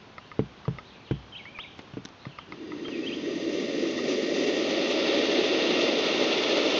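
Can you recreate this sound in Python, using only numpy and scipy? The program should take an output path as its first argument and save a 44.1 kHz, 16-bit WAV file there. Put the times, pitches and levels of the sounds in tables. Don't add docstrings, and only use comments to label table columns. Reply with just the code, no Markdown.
import sys
import numpy as np
from scipy import signal
from scipy.fft import rfft, irfft, next_fast_len
from scipy.io import wavfile
from scipy.ndimage import map_coordinates

SR = 44100
rng = np.random.default_rng(int(sys.argv[2]) if len(sys.argv) > 2 else 0)


def persist_wave(psi):
    counts = np.round(np.clip(psi, -1, 1) * 32767).astype(np.int16)
    wavfile.write(sys.argv[1], SR, np.atleast_2d(counts).T)


N = 299428


def amp(db):
    return 10 ** (np.asarray(db) / 20)


def unit(x):
    return x / np.sqrt(np.mean(x ** 2) + 1e-20)


def along(points, hz):
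    f, db = np.transpose(sorted(points))
    return np.interp(np.log(hz + 1), np.log(f + 1), db)


def wobble(rate):
    knots = rng.standard_normal(int(N * rate / SR) + 4)
    return map_coordinates(knots, [np.arange(N) * rate / SR])


def filtered(x, response):
    size = next_fast_len(len(x) + SR // 2)
    return irfft(rfft(x, size) * response(np.fft.rfftfreq(size, 1 / SR)), size)[:len(x)]


def noise(response):
    return unit(filtered(rng.standard_normal(N), response))


def resonance(f, hz, width):
    return 1j * f * width / (hz * hz - f * f + 1j * f * width)


def add(track, s, sound):
    part = track[round(s * SR):][:len(sound)]
    part += sound[:len(part)]


def forest():
    # f/Hz, level/dB
    bed_eq = [(15, -63.5), (25, -27.5), (52, -17), (110, -6), (146, -7.5), (190, -8.5), (224, -8.5),
              (656, -14.5), (739, -14), (916, -15.5), (984, -14.5), (1920, -20.5), (3320, -21),
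              (6320, -33.5), (7470, -53), (9710, -75.5), (16400, -120)]
    return amp(-50.5 + 0.28 * wobble(5.3)) * noise(lambda f: amp(along(bed_eq, f)))


def scattered(x, t60):
    t = np.arange(SR) / SR
    tail = rng.standard_normal(SR) * amp(-60 * t / t60)
    return signal.fftconvolve(x, tail / np.linalg.norm(tail))[:N]


def whistles(notes, warble, thins_db):
    settle_s, fade_s = 0.0092, 0.0045
    easy_hz = 3270
    out, tremble = np.zeros(N), 1 + warble * wobble(400)
    for s, lead, tail, start_hz, turn_hz, end_hz, db in notes:
        t = np.arange(-lead, tail, 1 / SR)
        before = np.clip(-t / lead, 0, 1)
        after = np.expm1(-np.maximum(t, 0) / settle_s) / np.expm1(-tail / settle_s)
        hz = turn_hz + (start_hz - turn_hz) * before ** 1.4 + (end_hz - turn_hz) * after
        phase = 2 * np.pi * np.cumsum(hz * tremble[round(s * SR):][:len(t)]) / SR
        fade = np.clip(np.minimum(t + lead, tail - t) / fade_s, 0, 1)
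        accent_db = -13.5 * (before - 0.4) ** 2 - 7 * after
        thin_db = thins_db * np.log2(np.maximum(hz / easy_hz, 1))
        add(out, s - lead, fade * amp(db + accent_db - thin_db) * np.sin(phase))
    return out


def songbirds():
    # turn t/s, lead-in/s, tail/s, start f/Hz, turn f/Hz, end f/Hz, level/dB
    near_notes = [(1.35, 0.029, 0.0089, 3250, 2970, 3120, -42), (1.372, .024, .006, 2386, 3280, 3380, -38),
                  (1.378, .005, 0.039, 3480, 3900, 2160, -36.5), (1.495, .04, .013, 2080, 2350, 2380, -45),
                  (1.58, .035, 0.011, 2490, 2320, 2380, -42.5), (1.628, .043, .03, 2306, 3855, 2084, -36),
                  (2.868, .024, 0.0059, 3260, 3170, 3220, -39), (2.95, .044, .02, 3070, 2450, 2200, -42),
                  (2.985, .012, .01, 2270, 2430, 2250, -43.5),
                  (3.052, .024, 0.015, 2600, 2620, 2800, -39.5),
                  (3.084, 0.024, .026, 2923, 3240, 2310, -33), (3.143, .032, .012, 2290, 3260, 3500, -36)]
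    far_notes = [(.245, 0.042, 0.02, 2460, 3080, 2450, -60.5), (.275, 0.028, .008, 3580, 4350, 4080, -62),
                 (.878, 0.042, .008, 3000, 4370, 4000, -57), (.935, 0.058, 0.0085, 4200, 2780, 2600, -59),
                 (.985, 0.049, 0.01, 2560, 2340, 2480, -59.5),
                 (1.095, 0.049, 0.0087, 4470, 2600, 2670, -55.5),
                 (1.135, 0.036, 0.015, 2720, 3300, 3100, -57), (2.25, 0.064, .035, 3470, 4400, 3300, -57.5),
                 (2.345, 0.059, .008, 3570, 2450, 2380, -56), (2.405, 0.042, 0.025, 2590, 3300, 3100, -56)]
    near = whistles(near_notes, warble=0.014, thins_db=24)
    far = whistles(far_notes, warble=0.035, thins_db=8) * (1 + 0.7 * wobble(300))
    walls = amp(-9.5) * scattered(near, t60=0.057)
    leaves = amp(3) * scattered(far, t60=0.55)
    woods = amp(-5) * scattered(near + far, t60=0.77)
    return near + walls + far + leaves + woods


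def litter():
    # t/s, level/dB
    snaps = [(1.783, -47), (1.7902, -40.5), (1.818, -45), (2.0423, -46), (2.0516, -33), (2.056, -29.5),
             (2.088, -44), (2.882, -43)]
    # f/Hz, level/dB
    chip_eq = [(500, -12), (1200, 0), (2400, -8.5), (4500, 0), (6400, -6.5), (7800, -28)]
    out, t = np.zeros(N), np.arange(SR // 20) / SR
    for s, db in snaps:
        add(out, s, amp(db + 7.5 - 60 * t / 0.01) * rng.standard_normal(len(t)))
    return filtered(out, lambda f: amp(along(chip_eq, f)))


def ring(modes, t, attack_s, scatter_db, detune, tilt_db):
    hz, db, t60 = np.transpose(modes)[:, :, None]
    size, shift = rng.standard_normal((2, len(modes), 1))
    level_db = db - scatter_db * size + tilt_db * np.log2(hz / hz.mean()) - 60 * t / t60
    sign = (-1) ** np.arange(len(modes))[:, None]
    partials = sign * amp(level_db) * np.sin(2 * np.pi * hz * (1 + detune * shift) * t)
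    return np.sum(partials, 0) * (1 - np.exp(-t / attack_s))


def clicks():
    # t/s, level/dB, brightness/dB
    hits = [(0.181, -29, -5), (0.3154, -31, -6.5), (0.653, -31, -6), (0.7851, -25.5, -5.5),
            (1.4539, -33, -6.5), (1.5873, -26, -5), (2.253, -31.5, -1), (2.386, -27, -4.5),
            (2.522, -26, -4.5), (2.719, -31, -8.5), (2.852, -37, -8.5), (3.8536, -38, -13),
            (3.989, -33, -12.5)]
    # f/Hz, level/dB, t60/s
    modes = [(964, -18.5, 0.06), (1240, -1, 0.031), (1274, -5.5, 0.035), (1857, -7, 0.027),
             (2055, 1.5, 0.021), (2600, -7.5, 0.017), (3660, -5, 0.015), (5150, -12, 0.021)]
    # f/Hz, level/dB
    crack_eq = [(500, 6), (1100, 6), (2600, -10), (5300, -8), (6300, -33), (7600, -49)]
    tones, cracks, t = np.zeros(N), np.zeros(N), np.arange(SR // 10) / SR
    for s, db, bright_db in hits:
        tone = ring(modes, t, attack_s=0.00068, scatter_db=1.5, detune=0.026, tilt_db=bright_db)
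        add(tones, s, amp(db - 5) * tone)
        add(cracks, s, amp(db - 2 + bright_db - 60 * t / 0.043) * rng.standard_normal(len(t)))
    return tones + filtered(cracks, lambda f: amp(along(crack_eq, f)))


def pushed(modes, t, contact_s, spot_hz):
    spot_db, reach_octaves = 6, 0.14
    hz, db, t60 = np.transpose(modes)[:, :, None]
    favour_db = spot_db * np.exp(-(np.log2(hz / spot_hz) / reach_octaves) ** 2)
    level_db = db + favour_db + 0.9 * rng.standard_normal((len(modes), 1)) - 60 * t / t60
    ringing = np.sum(amp(level_db) * np.cos(2 * np.pi * hz * t), 0)
    return filtered(ringing, lambda f: 1 / (1 + 2j * np.pi * f * contact_s) ** 2)


def bumps():
    # t/s, boom level/dB, push/s, knock level/dB, contact/s, struck spot f/Hz, scuff level/dB
    hits = [(0.3927, -4, 0.0014, -7, 0.00057, 447, -37.5), (0.6806, -5.5, 0.0011, -21, 0.0002, 485, -43),
            (1.1108, 4.5, 0.0027, -10.5, 0.00057, 318, -35), (1.791, -36, 0.0013, -31, 0.00063, 310, -36),
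            (1.936, -20.5, 0.0014, -45, 0.0008, 300, -45), (1.9702, -25, 0.0019, -20.5, 0.00056, 270, -48),
            (1.977, -26.5, 0.00086, -26.5, 0.0005, 540, -48), (2.052, -46, 0.0012, -27, 0.0008, 270, -61),
            (2.267, -23, 0.00071, -29, 0.00086, 260, -46), (2.883, -47, 0.001, -46, 0.0005, 400, -36.5)]
    # f/Hz, level/dB, t60/s
    air_modes = [(61, -16, 0.45), (101.1, -25.5, 0.69), (122, -9.5, 0.15), (135.7, -1.5, 0.16),
                 (164.6, -6.5, 0.18)]
    # f/Hz, level/dB, t60/s
    wall_modes = [(199.5, -4.5, 0.12), (224, -12.5, 0.13), (272, -5, 0.074), (315, -6, 0.06),
                  (338, -17, 0.14), (411, -12.5, 0.093), (433, -7, 0.079), (605, -22, 0.068),
                  (784, -13, 0.053), (954, -5, 0.025)]
    # f/Hz, level/dB
    scuff_eq = [(60, -17.5), (400, 0.5), (700, -8), (1050, -8), (1600, -9.5), (3000, -11.5), (4200, -24.5),
                (6300, -33), (7600, -53)]
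    radiates_hz = 154
    body, scuffs, t = np.zeros(N), np.zeros(N), np.arange(SR // 2) / SR
    for s, boom_db, push_s, knock_db, contact_s, spot_hz, scuff_db in hits:
        add(body, s, amp(boom_db) * pushed(air_modes, t, push_s, spot_hz))
        add(body, s, amp(knock_db) * pushed(wall_modes, t, contact_s, spot_hz))
        add(scuffs, s, amp(scuff_db + 18.5 - 60 * t / 0.05) * rng.standard_normal(len(t)))
    thuds = filtered(body, lambda f: (f / (radiates_hz + 1j * f)) ** 2)
    return thuds + filtered(scuffs, lambda f: amp(along(scuff_eq, f)))


def jet_edge():
    # f/Hz, level/dB
    jet_eq = [(3500, -35.5), (4800, -7), (5300, 0.5), (5750, -1), (6150, 1), (6450, -9.5), (6600, -4.5),
              (7000, -15), (7150, -11), (7700, -36)]
    return unit(noise(lambda f: amp(along(jet_eq, f))) * amp(1.3 * wobble(700)))


def beak_rush(gape):
    # f/Hz, level/dB
    rush_eq = [(450, -33.5), (800, -2.5), (1090, -4.5), (1200, -0.5), (1360, -2), (1450, -8), (1540, -7.5),
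               (1620, -15), (1680, -16.5), (1750, -3.5), (1880, -5.5), (2470, -2), (2740, 1), (3020, -2.5),
               (3520, 2), (3920, -3.5), (4940, -6.5), (5350, -13), (6150, -14.5), (7470, -45), (9710, -71),
               (16400, -120)]
    # f/Hz, width/Hz, boost nearly shut/dB, boost open/dB
    mouth = [(1170, 220, 10, -3), (1892, 120, 12.5, -1.5), (2074, 67, 7.5, 3), (2260, 130, 4.5, 2),
             (2760, 130, 6.5, 2.5), (3160, 110, 2, 0), (3584, 130, 4.5, 1.5), (4050, 210, 3, 1),
             (4837, 150, 8, -3.5), (6120, 130, 7, 1.5), (6560, 130, 8, 3.5)]
    # f/Hz, level/dB
    narrow_eq = [(1400, -11.5), (1850, -1), (3500, -4), (4800, -1.5), (5400, -5), (6200, 1)]
    wide_db = lambda f: sum(db * abs(resonance(f, hz, width)) ** 2 for hz, width, _, db in mouth)
    shut_db = lambda f: sum(db * abs(resonance(f, hz, width)) ** 2 for hz, width, db, _ in mouth)
    wide = noise(lambda f: amp(along(rush_eq, f) + wide_db(f)))
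    narrow = noise(lambda f: amp(along(rush_eq, f) + shut_db(f) + along(narrow_eq, f)))
    opening = gape ** 1.26
    return opening * wide + np.sqrt(1 - opening ** 2) * narrow


def throat_roar(gape):
    # f/Hz, width/Hz, level/dB, gape at which each is half faded in
    throat = [(178, 44, -15, -0.68), (272, 71.5, -2, -0.025), (332.3, 61.4, 0.5, -0.019),
              (385, 44, -5, 0.42), (429, 62, -2, 0.25), (479, 73, -5, 0.94), (547.6, 77.4, -3.5, 0.32),
              (631, 78, -9, 0.52), (770, 74, -19, 0.54)]
    gains, bands = [], []
    for hz, width, db, half_gape in throat:
        tilt_db = 4 * gape * np.log2(hz / 400)
        fade_in = 1 / (1 + np.exp((half_gape - gape) / 0.13))
        gains.append(amp(db + tilt_db) * fade_in)
        bands.append(noise(lambda f: resonance(f, hz, 2 * width) ** 3))
    return np.sum(np.multiply(gains, bands), 0) / np.linalg.norm(gains, axis=0)


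def swells_and_dips():
    # t/s, half length/s, roar level/dB, rush level/dB, edge level/dB
    level_offsets = [(2.554, 0.028, 1.5, 1, 0), (3.176, 0.044, -3, -1.5, -1), (3.58, .08, 0.5, 1, 2),
                     (4.112, 0.041, 1, 3, 6), (4.374, 0.12, 1, 1.5, 3), (4.583, 0.055, 0.5, 0, 3.5),
                     (4.903, 0.032, -2, -2, 5), (5.177, 0.065, 2, 1.5, 0), (5.384, 0.022, 3, 1, -3),
                     (5.648, 0.14, 1.5, 0.5, -2.5), (5.83, 0.052, 0.5, 2, 3), (5.928, 0.069, 1, -1, -5),
                     (6.04, .07, -2.5, 0.8, 1), (6.424, 0.043, -2, -1, 0), (6.69, 0.14, -0.5, -1, 2)]
    s, half_s, *layers_db = np.transpose(level_offsets)
    bells = np.exp(-((np.arange(N) / SR - s[:, None]) / half_s[:, None]) ** 2)
    return np.array(layers_db) @ bells


def hiss_levels(age, gape):
    swell_db, half_swell_s = 22.5, 0.45
    effort_db = -swell_db / (1 + age / half_swell_s)
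    roar_db = -23.5 + effort_db
    rush_db = roar_db - 16 + 13.5 * gape
    edge_db = -30.5 + 2.79 * effort_db - 13.5 * gape
    return np.array([roar_db, rush_db, edge_db]) + swells_and_dips()


def hiss():
    # t/s, gape (0 shut, 1 wide)
    gape_curve = [(2.5, 0), (2.8, 0.17), (3.15, 0.29), (3.55, 0.39), (3.95, 0.45), (4.4, 0.54), (4.8, 0.82),
                  (5.0, 0.9), (5.6, 0.89), (6.8, 1)]
    start_s, attack_s = 2.482, 0.0067
    travel_samples = 30
    t = np.arange(N) / SR
    age = np.maximum(t - start_s, 0)
    gape = np.interp(t, *np.transpose(gape_curve))
    roar_db, rush_db, edge_db = hiss_levels(age, gape)
    flutter = wobble(55)
    roar = throat_roar(gape)
    air = amp(rush_db) * beak_rush(gape) + amp(edge_db) * jet_edge()
    rasp = unit(amp(2.2 * np.tanh(np.roll(roar, travel_samples)) + 0.67 * flutter))
    onset = np.minimum(age / attack_s, 1)
    return onset * (amp(roar_db + 0.15 * flutter) * roar + rasp * air)


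def scene():
    return (hiss() + bumps() + clicks() + litter() + songbirds() + forest())[None]


def record(dry):
    top_hz, rolloff_hz = 7820, 200
    high_cut = lambda f: np.clip((top_hz - f) / rolloff_hz + 0.5, 0, 1)
    return np.array([filtered(x, high_cut) for x in dry])


dry = scene()
out = record(dry)
persist_wave(out)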